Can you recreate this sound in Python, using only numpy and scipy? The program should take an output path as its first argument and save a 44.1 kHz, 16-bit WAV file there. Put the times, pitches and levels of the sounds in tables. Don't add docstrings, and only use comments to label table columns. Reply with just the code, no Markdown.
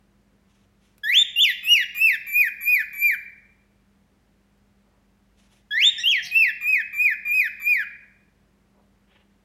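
import sys
import numpy as np
from scipy import signal
from scipy.fft import rfft, irfft, next_fast_len
from scipy.io import wavfile
from scipy.ndimage import uniform_filter1d, map_coordinates

SR = 44100
rng = np.random.default_rng(int(sys.argv[2]) if len(sys.argv) > 2 else 0)


def master(y):
    cut = np.clip(np.atleast_2d(y).T, -1, 1)
    pcm = np.round(cut * 32767)
    wavfile.write(sys.argv[1], SR, pcm.astype(np.int16))


N = 416304
TIME = np.arange(N) / SR

# start_s, creep_s, leap_s, hold_s, low_hz, knee_hz, top_hz,
# tone_db, octave_db, upper_db, upper_slope_db_per_octave
RISING_NOTES = [(1.036, .088, 0.066, .04, 1680, 2215, 3530, -14, -35, -34, -10),
                (5.709, .098, .061, .032, 1660, 2277, 3570, -14, -34.5, -37.5, -18)]
# stage (0-3), tone_db, octave_db, upper_db
RISE_ENVELOPE = [(0, -16, 1, -2), (.3, -13, -3.5, -1), (.75, -6, -10.5, 2), (1.1, -6, -6.5, 1.5),
                 (1.7, 1.5, -2.5, 0.5), (2.15, -0.5, 1, -2), (3, -3, -8, -4.5)]
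# start_s, hold_s, lift_s, crest_s, fall_s, low_hz, top_hz, end_hz, tone_db,
# hold_push_db, octave_db, upper_db, upper_slope_db_per_octave, undertone_db, hiss_db
ARCHED_NOTES = [(1.361, 0.018, 0.044, 0.01, 0.091, 2759.0, 3524.0, 1688.0, -14.5, 9.5, -32.5, -24.5, -6.0, -72, -72.5),
                (1.63, 0.021, 0.062, 0.032, 0.093, 2509.0, 2882.0, 1612.0, -15, -3, -35.5, -22, -12.5, -61, -57.5),
                (1.947, 0.026, 0.06, 0.042, 0.087, 2407.0, 2666.0, 1550.0, -15.5, -4, -38.5, -23.5, -8.5, -57.5, -49),
                (2.266, 0.052, 0.07, 0.023, 0.079, 2325.0, 2492.0, 1510.0, -16, -1, -46, -25.5, -4.5, -62, -54.5),
                (2.607, 0.013, 0.089, 0.036, 0.084, 2286.0, 2489.0, 1459.0, -17, -5.5, -44.5, -26.5, -6.5, -60, -59.5),
                (2.931, 0.045, 0.074, 0.04, 0.063, 2300.0, 2395.0, 1469.0, -17.5, -2.5, -47.5, -28, -4.5, -60.5, -51.5),
                (6.036, 0.005, 0.057, 0.011, 0.097, 2709.0, 3290.0, 1629.0, -16, 8, -40.5, -29, -17.5, -62, -55.5),
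                (6.313, 0.015, 0.048, 0.048, 0.087, 2466.0, 2696.0, 1587.0, -15, 1.5, -41, -29, -10.0, -69.5, -71),
                (6.609, 0.032, 0.063, 0.032, 0.085, 2389.0, 2552.0, 1534.0, -16, -2, -46.0, -28.5, -13, -55, -60),
                (6.929, 0.031, 0.075, 0.024, 0.083, 2331.0, 2513.0, 1496.0, -16, -0.5, -50.5, -29.5, -11.5, -57, -59.5),
                (7.252, 0.049, 0.059, 0.036, 0.086, 2384.0, 2536.0, 1496.0, -17, 4, -43.5, -27.5, -9, -57.5, -64),
                (7.598, 0.029, 0.071, 0.032, 0.108, 2324.0, 2466.0, 1371.0, -18, -2, -45, -31.5, -9.5, -56.5, -58.5)]
# stage (0-4), tone_db, octave_db, upper_db
ARCH_ENVELOPE = [(0, -18, -28, -15.5), (1, -13.5, -22, -5), (1.45, -8, -20.5, -1.5),
                 (1.68, -1.5, -9.5, 0.5), (2, -1, -2, -1.5), (3, 0.5, -2.5, -1.5),
                 (3.45, -5.5, -7.5, -13.5), (3.8, -7.5, -5.5, -8.5), (4, -22, -1, -15)]
FALL_CURVE = [(.15, .12), (.35, .41), (.55, .58), (.8, .76)]
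# freq_hz, gain_db
TRACT_RESPONSE = [(4000, -28.5), (5300, -20), (6200, -22.5), (7100, -22), (8000, -31.5), (8800, -31),
                  (9700, -24.5), (10900, -18), (11800, -2), (13000, -9.5), (14300, -13), (15700, -17)]
# freq_hz, gain_db
HISS_SPECTRUM = [(700, -12), (1300, -5), (2500, -1.5), (5000, -12), (7000, -6), (8800, -17.5), (10500, -8),
                 (11800, 4.5), (13500, 1), (15700, -11)]
# start_s, level_db
REGISTER_BREAKS = [(1.218, -43.5), (2.682, -46), (3.027, -50.5), (5.821, -41.5)]

# time_s, pitch_hz, level_db
CHIRP_CONTOUR = [(5.982, 1797, -39.5), (5.995, 1850, -43), (6.012, 1858, -43), (6.03, 1907, -47)]
# freq_hz, gain_db
CHIRP_SPECTRUM = [(1850, 10), (3700, 10.5), (5600, 7.5), (7400, -5.5), (9300, -17), (11000, -42.5),
                  (15000, -45)]
# time_s, pitch_hz, level_db
SQUAWK_CONTOURS = [
    [(6.224, 5530, -42.5), (6.24, 5680, -37), (6.256, 6020, -38.5), (6.282, 5960, -52)],
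    [(6.243, 4100, -41.5), (6.258, 4440, -38.5), (6.29, 4566, -39.5), (6.312, 4038, -45)],
]
# time_s, level_db
RASP_ENVELOPE = [(6.21, -76), (6.228, -55), (6.255, -46), (6.285, -48), (6.31, -54), (6.335, -76)]
# freq_hz, gain_db
RASP_SPECTRUM = [(1200, -30.5), (2000, 0.5), (3300, -10), (4300, 0), (5700, -11), (7000, -24), (8600, -17),
                 (10000, -15.5), (12300, -12.5), (15500, -23.5)]

# start_s, length_s, level_db, cutoff_hz
FEATHER_STROKES = [(0.481, 0.18, -71.5, 10000), (0.81, 0.14, -70, 11000), (4.85, .14, -69.5, 1200),
                   (5.378, 0.1, -63.5, 10970), (5.502, .11, -65, 11890), (5.873, 0.56, -66, 12980),
                   (8.748, 0.098, -64, 1090), (9.085, 0.14, -63, 3610)]
# freq_hz, gain_db
FEATHER_SPECTRUM = [(60, -25), (200, -6.5), (600, -3.5), (1500, -5.5), (2600, 0.5), (3500, 0), (4600, -9.5),
                    (6000, -3), (8200, -10.5), (10000, -5), (15000, -16.5)]
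# start_s, level_db
BEAK_CLICKS = [(.981, -47.5), (4.578, -66)]
# start_s, level_db
CAGE_BUMPS = [(6.206, -59.5), (6.245, -53.5)]
# freq_hz, gain_db, t60_s
CAGE_MODES = [(165.4, 0, .45), (443.5, -17, .25), (725.3, -6.5, 0.5), (1170, -11.5, .4)]

# freq_hz, level_db
HUM_TONES = [(49.8, -69.5), (120, -77), (199.5, -67.5)]
# freq_hz, gain_db
AIR_SPECTRUM = [(25, -7), (50, -8), (80, -3.5), (130, -11.5), (180, -7), (260, -12), (430, -16.5),
                (950, -22.5), (2000, -25), (3600, -32), (8000, -37.5), (15500, -43.5)]
# freq_hz, t60_s
ROOM_DECAY = [(200, .6), (1600, 0.71), (2500, 0.72), (3600, 0.68), (5000, .6), (7000, 0.46), (12000, .37),
              (16000, 0.17)]
# freq_hz, gain_db
ROOM_RESPONSE = [(200, 2.5), (1700, 1.5), (2500, 0.5), (3600, -1), (5000, 1), (7000, 0.5), (9000, -1),
                 (12000, 1), (13500, -1), (16000, -3.5)]

CREAK_S = .045


def cockatiel(hiss_fade_db=-12, break_t60_s=.022):
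    notes, breath = np.zeros(N), np.zeros(N)
    for *row, slope_db in RISING_NOTES:
        n, note = whistle(rise_contour(row), -np.inf, slope_db)
        notes[n] += note
    t = np.arange(int(2 * CREAK_S * SR)) / SR
    for *row, slope_db, undertone_db, hiss_db in ARCHED_NOTES:
        n, note = whistle(arch_contour(row), undertone_db, slope_db)
        notes[n] += note
        add_at(breath, row[0], amp(hiss_db + hiss_fade_db * t / CREAK_S))
    t = np.arange(SR // 20) / SR
    for start_s, level_db in REGISTER_BREAKS:
        add_at(breath, start_s, amp(level_db - 60 * t / break_t60_s))
    breath = uniform_filter1d(breath, size=260)
    return notes + breath * noise(HISS_SPECTRUM) * amp(2.5 * wobble(400, TIME))


def rise_contour(row, drift_hz=84):
    start_s, *lengths_s, low_hz, knee_hz, top_hz, tone_db, octave_db, upper_db = row
    t, (creep, leap, hold) = stages(lengths_s)
    creep_hz = (knee_hz - low_hz) * creep ** 1.9
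    leap_hz = (top_hz - knee_hz) * np.sin(np.pi / 2 * leap) ** 1.2
    pitch_hz = low_hz + creep_hz + leap_hz + drift_hz * hold
    tone, octave, upper = envelope_db(RISE_ENVELOPE, creep + leap + hold)
    return np.transpose([start_s + t, pitch_hz, tone_db + tone, octave_db + octave, upper_db + upper])


def arch_contour(row, scoop_hz=55, scoop_s=.022, sag_hz_per_s=2200, plunge_hz=2556, pure_hz=2830):
    start_s, *lengths_s, low_hz, top_hz, end_hz, tone_db, push_db, octave_db, upper_db = row
    t, (hold, lift, crest, fall) = stages(lengths_s)
    sag_hz = sag_hz_per_s * lengths_s[2] * crest ** 2
    held_hz = low_hz + scoop_hz * np.exp(-t / scoop_s) + (top_hz - low_hz) * ease(lift) - sag_hz
    curve = np.transpose([(0, 0), *FALL_CURVE, (1, 1)])
    drop = np.interp(fall, *curve) ** ((plunge_hz / top_hz) ** 2.1)
    pitch_hz = held_hz + (end_hz - held_hz) * drop
    tone, octave, upper = envelope_db(ARCH_ENVELOPE, hold + lift + crest + fall)
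    dip_db = -7.5 * np.exp(-((pitch_hz - 1932) / 16) ** 2)
    tone += push_db * (1 - ease(lift)) + dip_db
    upper -= 18.5 * np.maximum(pitch_hz - pure_hz, 0) / 1000
    return np.transpose([start_s + t, pitch_hz, tone_db + tone, octave_db + octave, upper_db + upper])


def whistle(contour, undertone_db, slope_db_per_octave, flutter_db=3, strain_hz=3300, quaver_hz=85):
    n, t, on, (pitch_hz, tone_db, octave_db, upper_db) = sample_contour(contour)
    glide = np.clip(np.abs(np.gradient(np.log(pitch_hz), t)) / 6, 0, 1)
    strain = np.clip((pitch_hz - strain_hz) / 250, 0, 1)
    quaver = strain * np.sin(2 * np.pi * quaver_hz * (t - t[0]) + wobble(40, t))
    phase = syrinx_phase(pitch_hz * (1 + .017 * quaver), t, jitter=.0021 + .0076 * glide)
    tone = amp(tone_db + .54 * wobble(53.7, t) + .4 * wobble(120, t) + quaver) * np.sin(phase)
    overtones = amp(octave_db + flutter_db * wobble(60, t)) * np.sin(2 * phase)
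    for k in range(3, 11):
        level_db = upper_db + slope_db_per_octave * np.log2(k / 3) + at_hz(TRACT_RESPONSE, k * pitch_hz)
        level_db += flutter_db * wobble(84, t)
        overtones += amp(level_db) * (k * pitch_hz < SR / 2) * np.sin(k * phase)
    overtones *= 1 + amp(-29 + 15 * glide) * wobble(2500, t)
    start_s = contour[0][0]
    creak = amp(undertone_db - 7 * (t - start_s) / CREAK_S)
    creak *= gate(t, start_s, start_s + 2 * CREAK_S, edge_s=.008)
    halves = np.sin(phase / 2 + 1.1 * wobble(220, t)) + .5 * np.sin(3 * phase / 2 + 1.5 * wobble(300, t))
    return n, np.sqrt(2) * on * (tone + overtones + creak * halves)


def syrinx_phase(pitch_hz, t, jitter):
    tremble = wobble(130, t) + .6 * wobble(580, t)
    return 2 * np.pi * np.cumsum(pitch_hz * (1 + jitter * tremble)) / SR


def cage_mate(warble_hz=97, warble_depth=.083, flutter_db=3):
    rasp_db = np.interp(TIME, *np.transpose(RASP_ENVELOPE), left=-150, right=-150)
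    out = amp(rasp_db + flutter_db * wobble(160, TIME)) * noise(RASP_SPECTRUM)
    n, t, on, (pitch_hz, level_db) = sample_contour(CHIRP_CONTOUR)
    phase = syrinx_phase(pitch_hz, t, jitter=.02)
    for k in range(1, 8):
        out[n] += on * amp(level_db + at_hz(CHIRP_SPECTRUM, k * pitch_hz)) * np.sin(k * phase)
    for contour in SQUAWK_CONTOURS:
        n, t, on, (pitch_hz, level_db) = sample_contour(contour)
        warble = np.sin(2 * np.pi * warble_hz * (t - t[0]) + .5 * wobble(60, t))
        phase = syrinx_phase(pitch_hz * (1 + warble_depth * warble), t, jitter=.022)
        out[n] += on * amp(level_db - 4.2 * warble) * np.sin(phase)
    return out


def feathers(fade_db=-3.5):
    out = np.zeros(N)
    brush = noise(FEATHER_SPECTRUM) * amp(2.5 * wobble(60, TIME))
    for start_s, length_s, level_db, cutoff_hz in FEATHER_STROKES:
        stroke = unit_rms(filtered(brush, lambda hz: 1 / (1 + (hz / cutoff_hz) ** 6)))
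        progress = np.clip((TIME - start_s) / length_s, 0, 1)
        on = gate(TIME, start_s, start_s + length_s, edge_s=.05)
        out += amp(level_db + fade_db * progress) * on * stroke
    return out


def beak_clicks(t60_s=.011):
    out = np.zeros(N)
    t = np.arange(SR // 2) / SR
    for start_s, level_db in BEAK_CLICKS:
        add_at(out, start_s, amp(level_db - 60 * t / t60_s) * rng.standard_normal(len(t)))
    return out


def cage_bumps():
    out = np.zeros(N)
    t = np.arange(SR // 2) / SR
    for start_s, level_db in CAGE_BUMPS:
        for hz, gain_db, t60_s in CAGE_MODES:
            add_at(out, start_s, amp(level_db + gain_db - 60 * t / t60_s) * np.sin(2 * np.pi * hz * t))
    return out


def room_reverb(x, early_db=-8.5, tail_db=-15, early_t60_s=.078):
    hz, frame_s, spectrum = signal.stft(rng.standard_normal(SR), SR, nperseg=256)
    decay = amp(-60 * frame_s / at_hz(ROOM_DECAY, hz)[:, None])
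    t = np.arange(SR) / SR
    tail = signal.istft(spectrum * decay, SR, nperseg=256)[1][:SR] * np.clip(t / .01, 0, 1)
    early = rng.standard_normal(SR) * (rng.random(SR) < .02)
    early *= (t > .003) * amp(-60 * t / early_t60_s)
    impulse = amp(early_db) * early / np.linalg.norm(early) + amp(tail_db) * tail / np.linalg.norm(tail)
    return filtered(signal.fftconvolve(x, impulse)[:N], lambda f: amp(at_hz(ROOM_RESPONSE, f)))


def appliance_hum():
    hum = np.zeros(N)
    for hz, level_db in HUM_TONES:
        gain = amp(level_db + 1.1 * wobble(7, TIME))
        hum += gain * np.sin(2 * np.pi * hz * TIME + .3 * wobble(4, TIME))
    return np.sqrt(2) * hum


def room_noise(gain_db=-64, low_cut_hz=42):
    return amp(gain_db) * filtered(noise(AIR_SPECTRUM), lambda hz: hz ** 4 / (hz ** 4 + low_cut_hz ** 4))


def stages(lengths_s):
    lengths_s = np.maximum(lengths_s, 1e-3)
    t = np.linspace(0, lengths_s.sum(), 200)
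    starts_s = np.cumsum(lengths_s) - lengths_s
    return t, np.clip((t - starts_s[:, None]) / lengths_s[:, None], 0, 1)


def envelope_db(envelope, stage):
    knots, *columns = np.transpose(envelope)
    return [np.interp(stage, knots, c) for c in columns]


def sample_contour(contour):
    time_s, *columns = np.transpose(contour)
    n = np.arange(int(time_s[0] * SR) - SR // 100, int(time_s[-1] * SR) + SR // 100)
    t = n / SR
    smooth = [uniform_filter1d(np.interp(t, time_s, c), size=220) for c in columns]
    return n, t, gate(t, time_s[0], time_s[-1], edge_s=.0072), smooth


def amp(db):
    return 10 ** (np.asarray(db) / 20)


def unit_rms(x):
    return x / np.sqrt(np.mean(x ** 2) + 1e-20)


def at_hz(points, hz):
    freq_hz, values = np.transpose(points)
    return np.interp(np.log(hz + 1), np.log(freq_hz), values)


def wobble(rate_hz, t):
    u = (t - t[0]) * rate_hz
    return map_coordinates(rng.standard_normal(int(u[-1]) + 4), [u])


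def filtered(x, response):
    size = next_fast_len(len(x) + SR // 4)
    return irfft(rfft(x, size) * response(np.fft.rfftfreq(size, 1 / SR)), size)[:len(x)]


def noise(spectrum):
    return unit_rms(filtered(rng.standard_normal(N), lambda hz: amp(at_hz(spectrum, hz))))


def ease(u):
    return np.sin(np.pi / 2 * u) ** 2


def gate(t, start_s, end_s, edge_s):
    return ease(np.clip(np.minimum(t - start_s, end_s - t) / edge_s + .5, 0, 1))


def add_at(out, start_s, x):
    out[int(start_s * SR):][:len(x)] += x


def scene():
    direct = cockatiel() + cage_mate() + feathers() + beak_clicks() + cage_bumps()
    return (direct + room_reverb(direct) + appliance_hum() + room_noise())[None]


def record(dry, cutoff_hz=15800):
    return np.array([filtered(channel, lambda hz: hz < cutoff_hz) for channel in dry])


dry = scene()
out = record(dry)
master(out)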